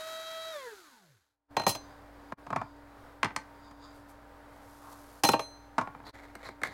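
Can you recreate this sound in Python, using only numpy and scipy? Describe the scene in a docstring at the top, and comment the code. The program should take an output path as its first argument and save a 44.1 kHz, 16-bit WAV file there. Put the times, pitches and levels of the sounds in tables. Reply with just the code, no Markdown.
"""Eggshell powder in a kitchen

A blender grinds eggshells, with whining tones and pelting grit that both follow the shaft speed as it coasts
to a stop. In a humming kitchen a steel funnel is set on a glass jar, the blade base comes off the plastic cup
and is put down, the powder is poured, the funnel is dropped on the cup and a plastic lid is screwed on the jar.
Knocks are short noise bursts plus ringing tones; powder, rubbing and scraping are streams of tiny impacts.
"""
import sys
import numpy as np
from scipy import signal
from scipy.fft import rfft, irfft, next_fast_len
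from scipy.io import wavfile
from scipy.ndimage import uniform_filter1d

SR = 44100
rng = np.random.default_rng(int(sys.argv[2]) if len(sys.argv) > 2 else 0)


def unload_wav(signal):
    """Save mono or channel-first audio to the path in sys.argv[1] as 16-bit WAV at rate SR, clipped to [-1, 1]."""
    wavfile.write(
        sys.argv[1],
        SR,
        np.round(np.clip(np.atleast_2d(signal).T, -1, 1) * 32767).astype(np.int16),
    )


N = 296793
TIME = np.arange(N) / SR

# Tones of the blender's whine.
# Each row: multiple of the shaft speed, level in dB before the housing, change while coasting in dB.
WHINE_TONES = [(1.995, 2, -0.5), (3.997, -9, 1), (5.98, -3.5, -11), (7.19, -11.5, 6), (8.05, -9.5, 3.5),
               (9.97, -8.5, -5.5), (11.96, -8.5, -3), (13.74, -20.5, -3), (16.04, -18.5, -4),
               (18.4, -17, -9), (27.5, -28, 15)]
# How strongly the motor housing passes each pitch. 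Each row: frequency in Hz, gain in dB.
HOUSING_RESPONSE = [(40, -18), (110, -3), (250, -7), (420, -1.5), (650, -2), (830, 2), (1150, 3),
                    (1480, 6.5), (1950, -7.5), (2650, -10), (3050, -28), (3240, 1), (3450, -1), (3880, 4.5),
                    (4300, 2), (6000, -4.5), (9000, -19.5)]

# Colours: how the strength of a sound is spread from bass to treble.
# Each row of these: frequency in Hz, relative level in dB per Hz.
# First the grit in the blender and the kitchen air.
GRIT_COLOUR = [(30, -5), (100, -4), (150, -6.5), (370, 3), (550, -2), (950, 5.5), (1200, 4), (1500, 11.5),
               (1800, 5), (2800, -2), (4100, 4.5), (5500, -2), (6700, 0.5), (9200, -7.5), (10200, -4),
               (12700, -6), (14000, -11), (16000, -13)]
KITCHEN_COLOUR = [(25, 1), (40, -9), (72, -9), (100, 4.5), (140, -9), (220, -4.5), (330, -6.5), (500, 0.5),
                  (900, -2.5), (1550, -5), (2000, -10.5), (2700, -19.5), (4700, -22.5), (6000, -28),
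                  (16000, -31)]
# Knocks of funnel, cup, blade base and lid, before their own thud and crack are added. Same columns.
FUNNEL_KNOCK_COLOUR = [(80, -8), (120, -7), (170, -4), (330, -1.5), (600, -4.5), (850, 3), (1200, -4),
                       (1600, -16), (2100, -16.5), (2900, -5.5), (3700, -24.5), (5200, -16.5),
                       (7000, -24.5), (12000, -30), (16000, -33)]
CUP_KNOCK_COLOUR = [(80, -8), (110, 7), (170, 3), (256, -14), (400, -5.5), (700, -4.5), (1050, 6),
                    (1400, -3.5), (1800, -9), (2400, -17.5), (3300, -27), (5000, -29.5), (7500, -35),
                    (12000, -48), (16000, -64)]
BASE_KNOCK_COLOUR = [(41, -45), (70, -9), (268, -4.5), (385, -11.5), (579, -9.5), (815, -1.5), (977, 0),
                     (1120, -1.5), (1650, -7), (1930, -2), (3260, -20), (6590, -25), (9700, -32.5),
                     (10900, -46), (16000, -60)]
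LID_KNOCK_COLOUR = [(60, -40), (110, -15), (240, -1.5), (550, 0.5), (1000, -2.5), (1500, 4.5), (2150, -1),
                    (2850, -25), (4100, -14.5), (5300, -23), (8000, -19.5), (11500, -28), (16000, -36)]
# Rubbing of the cup, sliding powder, and powder pattering into the jar. Same columns.
CUP_RUB_COLOUR = [(300, -2), (700, -2), (1000, 20), (1600, 5), (2700, -21), (3700, 6.5), (4300, -7),
                  (4800, 12), (5600, -16), (6700, -2.5), (9500, -23), (16000, -36)]
POWDER_COLOUR = [(500, -41), (2500, -11), (4500, -5), (8000, -6.5), (12500, -5.5), (16000, -15)]
JAR_PATTER_COLOUR = [(150, -27), (350, -8.5), (700, -7.5), (1100, 2), (1500, -9.5), (2500, -27),
                     (8000, -40)]
# The lid's edge scraping, and the lid's thread. Same columns.
LID_SCRAPE_COLOUR = [(500, 2), (1100, 4.5), (2000, -3), (2900, -15), (4100, 3), (5600, -13.5), (9000, -20),
                     (11700, -18), (13000, -26), (16000, -32)]
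THREAD_COLOUR = [(150, -8), (550, 2.5), (1100, 3), (1500, 1), (2100, 6), (2800, -15.5), (4000, -8.5),
                 (5300, -19), (7000, -17), (9500, -25), (11500, -22), (16000, -39)]

# Steady tones of the appliance hum. Each row: frequency in Hz, level in dB.
HUM_TONES = [(54.6, -62.5), (93, -71), (99, -72.5), (118, -72.5), (287.8, -59.5), (602, -69.5),
             (699, -76.5), (803, -67.5), (926, -66.5), (1029, -75.5), (1204, -76.5)]

# Ringing tones (modes) of each object.
# Each row of these: frequency in Hz, level in dB, time to fade by 60 dB in seconds.
# The steel funnel by itself, ringing free.
FUNNEL_MODES = [(4113, 1, .52), (4103, -5, .5), (5416, -11, .16), (6149, -6, .66), (6616, -13, .2),
                (6880, -16, .2), (7337, -10, .12), (8350, -16, .48), (10502, -10, .32), (11776, -17, .26),
                (12330, -21, .24), (12920, -18, .2), (13235, -11, .2)]
# The glass jar together with the steel funnel. 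Same columns.
JAR_MODES = [(129, -2, 0.072), (315, -3.5, 0.095), (472.7, 1, 0.087), (576.6, 0.5, 0.13), (638, -5, 0.18),
             (807.6, 7, 0.076), (926, 2, 0.14), (1590, -9, 0.1), (1878, -3.5, .14), (2470, -8, 0.12),
             (2700, -7.5, 0.096), (3505, -44, 0.038)]
# The plastic cup, the blade base and the lid. Same columns.
CUP_MODES = [(249.4, 9, 0.075), (700, 15, 0.039), (763, -4, 0.16), (870, 5.5, .17), (1030, -8.5, 0.22),
             (1112, -0.5, 0.27), (1186, -33, .13), (1421, -11, 0.42), (1616, 2.5, 0.043),
             (2360, -6.5, 0.098)]
BASE_MODES = [(269.5, -3, 0.17), (880, 4, 0.15), (1154, 11, 0.083), (1230, 2.5, 0.1), (1547, -4.5, 0.22),
              (1910, -1, 0.12), (1990, -6, 0.12), (2290, -11, .11), (3680, -20, 0.13), (4280, -10, 0.074),
              (4940, -18, .1), (5286, -17, .1)]
LID_MODES = [(1360, -19, .08), (1760, -5, 0.074), (2120, 7, 0.11), (2610, -8, 0.064)]

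# The funnel knocks on the jar.
# Each row: start in seconds, level in dB, thud in dB, crack in dB, steel ring in dB.
FUNNEL_BLOWS = [(1.5668, -21.5, -11, -7, -39), (1.596, -27.5, -6, -7, -46), (1.617, -37.5, -6, -1, -53),
                (1.635, -39.5, -6, -7, -47), (1.6653, -17.5, 6.5, 1, -26), (1.749, -34, -8, 8, -54),
                (5.235, -16.5, -2, 11.5, -35), (5.247, -22, -11, 3, -22.5), (5.288, -16, 7.5, 8, -26),
                (5.334, -21, -2, -15, -43), (5.339, -20.5, -3.5, -15.5, -63), (5.393, -27.5, -14, -11, -46)]
# Steel skids over the glass rim. Each row: start in seconds, level in dB.
FUNNEL_SKIDS = [(1.677, -28), (1.69, -26.5), (5.267, -31.5), (5.316, -34.5)]
# Knocks on the cup: the blade base comes off, later the funnel lands.
# Each row: start in seconds, level in dB, thud in dB, crack in dB.
CUP_BLOWS = [(2.321, -32, 2.5, 1.5), (2.465, -40, -3, 6), (2.503, -31.5, 7.5, 7.5),
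             (2.528, -27.5, -12, -10), (2.56, -24, -2.5, 4), (2.614, -31, -4, -3), (3.71, -50.5, 2, 17),
             (5.7808, -19.5, -13, 2.5), (5.811, -31, -6, 8)]
# The blade base is set on the counter. Each row: start in seconds, level in dB, thud in dB, crack in dB.
BASE_BLOWS = [(3.23, -20, -0.5, 1), (3.245, -27, 2, 7), (3.255, -29.5, 1, -13), (3.305, -42, 0, -18),
              (3.362, -27.5, -3, 14.5)]
# The lid clicks on the jar. Each row: start in seconds, level in dB, thud in dB, crack in dB.
LID_BLOWS = [(6.352, -40, 7, 6.5), (6.4875, -37.5, 10, -2), (6.616, -37, 17, 2), (6.6335, -24.5, -30, -3),
             (6.671, -40, 18, 10)]

# Sliding movements. Each row of these: time of the peak in seconds, peak level in dB,
# rise in seconds, fall in seconds. First the hand rubbing the cup.
CUP_STROKES = [(1.87, -60, .2, 0.2), (2.3, -68, .14, .04), (2.68, -63.5, 0.31, .18),
               (3.69, -62, 0.16, 0.15), (3.86, -53.5, 0.077, .14)]
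# Powder slides down the tilting cup. Same columns.
POWDER_SLIPS = [(3.96, -70, .05, .14), (4.1, -61.5, 0.018, .05), (4.932, -65, .02, 0.017)]
# The bulk of the powder lands in the jar. Same columns.
POWDER_HEAP = [(4.92, -51.5, 0.17, 0.11)]
# The lid's edge scrapes the glass. Same columns.
LID_SCRAPES = [(6.085, -46.5, 0.039, 0.062), (6.472, -46, 0.034, 0.044), (6.67, -50.5, 0.044, .12)]
# Turns of the lid on its thread. Same columns.
LID_TURNS = [(6.17, -50.5, .07, .18), (6.46, -48, 0.071, 0.074), (6.645, -44, .02, 0.16)]

# The level dips briefly. Each row: middle in seconds, length at full depth in seconds, depth in dB.
DIPS = [(2.359, 0.02, -31), (5.222, 0.0061, -8), (6.121, 0.0072, -32)]

RUN_HZ, POWER_OFF_S = 324.7, .515  # shaft speed under power; the moment it is switched off
START_LAG_HZ, SPIN_UP_S = 7, .08  # the last of the spin-up
DRAG_S, FRICTION_HZ_PER_S = .8, 201.5  # air drag and dry friction brake the coasting shaft
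WHINE_DB, WHINE_POWER = -41.9, 0.44  # gain at full speed; amplitude goes as speed to this power
WHINE_KNEE_HZ, KNEE_WIDTH_HZ, WHINE_DROP_DB = 209, 12.6, -17.5  # below this speed the whine falls away
# grit: level at the start, at full speed; it is quieter as it slows and as it gets finer
GRIT_DB, GRIT_POWER, FINER_DB_PER_S = -48.5, 1.39, -4
KITCHEN_UP_S = 1.507  # the kitchen background comes up to full level here
HELD_FREEDOM, LIFTED_S = 0.28, 5.356  # share of its ring time the steel keeps on the jar; when it comes clear
SKID_RING_DB, SKID_TILT_DB, SKID_FREEDOM = -10, 8, 0.42  # ring of a skid, rise per octave, share of ring time
POUR_S, POUR_DB = 4.916, -63.5
POUR_RISE_S, POUR_HOLD_S, POUR_STOP_S = 0.51, 0.3, 0.12  # the stream builds as the cup tilts
ROCK_S, ROCK_GAP_S, ROCK_SHRINK = 5.873, .075, .7  # first tap, first gap, ratio from gap to gap
ROCK_DB, ROCK_LOSS_DB = -36.5, -4.8  # level of the first tap; change from tap to tap
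KNOCK_LOW_HZ = 85  # the knocks are cut below this
ROOM_T60_S, ROOM_DB = 0.18, -10  # time for the tail to fade by 60 dB; its level
TOP_HZ = 16100

# Filters a third of an octave wide, for building knocks
BAND_HZ = 100 * 2 ** (np.arange(23) / 3)
BANDS = [signal.butter(2, [hz * .89, hz * 1.12], "band", fs=SR, output="sos") for hz in BAND_HZ]


def undb(db):
    """Turn decibels into a gain."""
    return 10 ** (np.asarray(db) / 20)


def unit(x):
    """Scale to an average (rms) level of 1."""
    return x / np.sqrt(np.mean(x ** 2))


def gain_at(hz, colour):
    """Read a colour's gain at the given frequencies."""
    points, db = np.transpose(colour)
    return undb(np.interp(np.log(hz + 1e-9), np.log(points), db))


def tint(x, colour):
    """Give a signal a colour, at rms 1."""
    size = next_fast_len(N)
    hz = np.arange(size // 2 + 1) * SR / size
    return unit(irfft(rfft(x, size) * gain_at(hz, colour), size)[:N])


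def walk(rate):
    """Slow chance: random levels, `rate` of them a second, joined by slopes, spread 1."""
    hold = int(SR / rate)
    steps = np.repeat(rng.standard_normal(N // hold + 1), hold)
    return unit(uniform_filter1d(steps, hold)[:N])


def grains(per_s, spread_db=1):
    """Tiny impacts at random moments, a few larger than the rest."""
    size = undb(spread_db * np.minimum(rng.exponential(size=N), 2 * np.pi))
    hits = rng.random(N) < per_s / SR
    return hits * size * rng.standard_normal(N)


def swell(s, rise_s, fall_s, hold_s=0):
    """A rounded attack up to time s, a hold, an even decay; rise and fall each span 20 dB."""
    attack = (np.maximum(s - TIME, 0) / rise_s) ** 2
    release = np.maximum(TIME - s - hold_s, 0) / fall_s
    return undb(-20 * (attack + release))


def strokes(rows):
    """Gain of a series of sliding movements, each swelling and dying away."""
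    return sum(undb(db) * swell(s, rise_s, fall_s) for s, db, rise_s, fall_s in rows)


def contact(colour, thud_db, crack_db, t60, bass_lag=0.039, thud_hz=450, crack_hz=3800):
    """The dense, fast-dying modes of a knock; lows last longer. Level 1 over five milliseconds."""
    t = np.arange(SR // 5) / SR
    thud = thud_db / (1 + (BAND_HZ / thud_hz) ** 2)
    crack = crack_db / (1 + (crack_hz / BAND_HZ) ** np.e)
    # a wider band holds more power
    gains = gain_at(BAND_HZ, colour) * undb(thud + crack) * np.sqrt(BAND_HZ)
    out = 0
    for hz, band, gain in zip(BAND_HZ, BANDS, gains):
        band_t60 = t60 * (1000 / hz) ** bass_lag
        fade = np.exp(-np.log(1000) * t / band_t60) * (1 - np.exp(-t / 0.00076))
        out = out + gain * unit(signal.sosfilt(band, fade * rng.standard_normal(len(t))))
    return out / np.sqrt(np.sum(out ** 2) / (SR / 200))


def ring(modes, freedom=1, scatter_db=2.5):
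    """The clear modes of an object, weighted anew by every blow; touching it shortens them."""
    t = np.arange(SR * 2 // 3) / SR
    hz, db, t60 = np.transpose(modes)[:, :, None]
    size = undb(db + scatter_db * rng.standard_normal(hz.shape))
    fade = np.exp(-np.log(1000) * t / (t60 * freedom))
    waves = np.sin(2 * np.pi * (hz * t + rng.random(hz.shape))) * fade
    return np.sum(size * waves, axis=0) * (1 - np.exp(-t / 0.0018))


def add(out, s, sound):
    """Mix a sound in at time s."""
    start = int(s * SR)
    out[start:start + len(sound)] += sound[:N - start]


def struck(blows, colour, modes, t60, ring_db, chatter=0):
    """Each blow is a knock and a ring in proportion; with chatter, more crack than thud lasts longer."""
    out = np.zeros(N)
    for s, db, thud_db, crack_db, *_ in blows:
        knock_t60 = t60 * undb(chatter * (crack_db - thud_db))
        add(out, s, undb(db) * contact(colour, thud_db, crack_db, knock_t60))
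        add(out, s, undb(db + ring_db) * ring(modes))
    return out


def shaft_speed():
    """The shaft settles at its running speed; with the power off, drag and friction bring it to rest."""
    driven = RUN_HZ - START_LAG_HZ * np.exp(-TIME / SPIN_UP_S)
    friction_hz = FRICTION_HZ_PER_S * DRAG_S
    coast_s = np.maximum(TIME - POWER_OFF_S, 0)
    braked = (driven + friction_hz) * np.exp(-coast_s / DRAG_S) - friction_hz
    return np.maximum(braked, 1)  # kept just above zero, as it is divided by later


def blender(flutter_db=1.3, coast_flutter_db=3.0, creep_hz=26):
    """Blades and fan whine on multiples of the shaft speed, grit pelts the cup; both fade with the speed."""
    steady = shaft_speed()
    share = steady / RUN_HZ
    coasting = np.clip(5 * (1 - share), 0, 1)  # reaches 1 when a fifth of the speed is gone
    # once the power is off, the dragging powder makes the shaft run unevenly
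    speed = steady * (1 + (0.0013 + .006 * coasting) * walk(60.03))
    turn = 2 * np.pi * np.cumsum(speed) / SR

    whine = 0
    for k, db, coast_db in WHINE_TONES:
        flutter = (flutter_db + coast_flutter_db * coasting) * walk(34.75)
        # each tone swells as it slides through a resonance of the housing
        size = undb(db + coast_db * coasting + flutter) * gain_at(k * speed, HOUSING_RESPONSE)
        # a slow shaft no longer excites the high multiples
        size = size * np.exp(-k * (creep_hz / steady) ** 2)
        whine = whine + size * np.sin(k * turn + 0.075 * walk(120) + 2 * np.pi * rng.random())
    slow = 1 / (1 + np.exp((steady - WHINE_KNEE_HZ) / KNEE_WIDTH_HZ))
    whine_gain = undb(WHINE_DB + WHINE_DROP_DB * slow) * share ** WHINE_POWER

    # grit is flung in a puff at each blade pass, twice a turn
    puffs = 1 + 0.083 * np.sin(2 * turn)
    grit = grains(per_s=9000) * puffs * undb(0.46 * walk(25))
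    finer_db = FINER_DB_PER_S * np.minimum(TIME, POWER_OFF_S)
    grit_gain = undb(GRIT_DB + finer_db) * share ** GRIT_POWER
    return whine * whine_gain + tint(grit, GRIT_COLOUR) * grit_gain


def kitchen(air_db=-57, early_db=-34):
    """Fan rush and the wavering hum of an appliance, far fainter while the blender is heard."""
    air = tint(rng.standard_normal(N), KITCHEN_COLOUR) * undb(air_db + 1.13 * walk(6.03))
    hum = 0
    for hz, db in HUM_TONES:
        size = np.sqrt(2) * undb(db + 1.57 * walk(6.3))
        hum = hum + size * np.sin(2 * np.pi * hz * TIME + np.sqrt(hz / 1200) * walk(9))
    kitchen_level_db = np.interp(TIME, [KITCHEN_UP_S - .03, KITCHEN_UP_S + 0.0044], [early_db, 0])
    return (air + hum) * undb(kitchen_level_db)


def funnel_on_jar():
    """Jar knocks and rim skids; the steel sings briefly while touching the glass, long once lifted clear."""
    out = struck(FUNNEL_BLOWS, FUNNEL_KNOCK_COLOUR, JAR_MODES, t60=.025, ring_db=-12.5, chatter=0.4)
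    for s, *_, steel_db in FUNNEL_BLOWS:
        freedom = 1 if s > LIFTED_S else HELD_FREEDOM
        add(out, s, undb(steel_db) * ring(FUNNEL_MODES, freedom))
    # a skid bows the steel, which favours its higher modes
    lowest_hz = FUNNEL_MODES[0][0]
    bowed = [(hz, db + SKID_TILT_DB * np.log2(hz / lowest_hz), t60) for hz, db, t60 in FUNNEL_MODES]
    for s, db in FUNNEL_SKIDS:
        add(out, s, undb(db) * contact(FUNNEL_KNOCK_COLOUR, thud_db=-11, crack_db=22, t60=.1))
        add(out, s, undb(db + SKID_RING_DB) * ring(bowed, SKID_FREEDOM))
    return out


def cup_rubbing():
    """The hand rubs the cup: a dense stream of tiny impacts that swells with each stroke."""
    rub = tint(grains(per_s=4700), CUP_RUB_COLOUR)
    return rub * strokes(CUP_STROKES) * undb(1.5 * walk(29.93))


def knocks_on_cup(blows):
    """Blows make the plastic cup knock and ring for a short time."""
    return struck(blows, CUP_KNOCK_COLOUR, CUP_MODES, t60=0.022, ring_db=-14.5, chatter=0.41)


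def base_on_counter():
    """The blade base knocks on the counter and its own modes ring."""
    return struck(BASE_BLOWS, BASE_KNOCK_COLOUR, BASE_MODES, t60=0.021, ring_db=-15)


def powder(patter_db=-2):
    """Powder slides down the cup and trickles over steel; its grains patter into the jar."""
    flow = undb(POUR_DB) * swell(POUR_S, POUR_RISE_S, POUR_STOP_S, POUR_HOLD_S)
    slide = tint(grains(per_s=5300, spread_db=1.5), POWDER_COLOUR)
    slide = slide * (flow + strokes(POWDER_SLIPS)) * undb(1.0 * walk(18))
    landing_gain = np.hypot(undb(patter_db) * flow, strokes(POWDER_HEAP))
    landing = tint(grains(per_s=1700), JAR_PATTER_COLOUR) * landing_gain
    return slide + landing


def rocking(count=5, thud_db=-1, crack_db=-6):
    """List the taps of the funnel settling on the cup, ever quicker and weaker."""
    taps = []
    s, gap_s = ROCK_S, ROCK_GAP_S
    for k in range(count):
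        taps.append((s, ROCK_DB + ROCK_LOSS_DB * k, thud_db, crack_db))
        s, gap_s = s + gap_s, gap_s * ROCK_SHRINK
    return taps


def lid_scraping():
    """The lid's edge scrapes the glass in short strokes of tiny impacts."""
    return tint(grains(per_s=4500, spread_db=2.0), LID_SCRAPE_COLOUR) * strokes(LID_SCRAPES)


def lid_thread():
    """The thread sticks and slips as the lid turns, so its scrape comes in short bursts."""
    return tint(grains(per_s=1800), THREAD_COLOUR) * strokes(LID_TURNS) * undb(3.0 * walk(80))


def lid_clicks():
    """The plastic lid clicks on the jar and its modes ring briefly."""
    return struck(LID_BLOWS, LID_KNOCK_COLOUR, LID_MODES, t60=.019, ring_db=-18)


def room(x, damp_hz=7000):
    """Counter, wall and cupboards return a short, slightly duller tail."""
    t = np.arange(SR // 2) / SR
    onset = np.clip(t / 0.0024 - 1, 0, 1)
    tail = rng.standard_normal(len(t)) * np.exp(-np.log(1000) * t / ROOM_T60_S) * onset
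    tail = tail / np.sqrt(np.sum(tail ** 2))
    tail = signal.sosfilt(signal.butter(1, damp_hz, fs=SR, output="sos"), tail)
    return x + undb(ROOM_DB) * signal.fftconvolve(x, tail)[:N]


def scene():
    """Blender first, then the handling of funnel, cup, blade base and lid."""
    motor = blender()
    knocks = funnel_on_jar() + knocks_on_cup(CUP_BLOWS + rocking()) + base_on_counter() + lid_clicks()
    knocks = signal.sosfilt(signal.butter(4, KNOCK_LOW_HZ, "high", fs=SR, output="sos"), knocks)
    sliding = cup_rubbing() + powder() + lid_scraping() + lid_thread()
    return (motor + room(knocks + sliding) + kitchen())[None]


def record(dry, fade_s=0.022):
    """The level dips briefly three times; the top is cut steeply."""
    dip_db = 0
    for s, length, db in DIPS:
        outside_s = abs(TIME - s) - length / 2
        dip_db = dip_db + db * np.clip(1 - outside_s / fade_s, 0, 1) ** 2
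    return signal.sosfilt(signal.ellip(10, .1, 80, TOP_HZ, fs=SR, output="sos"), dry * undb(dip_db))


dry = scene()
out = record(dry)
unload_wav(out)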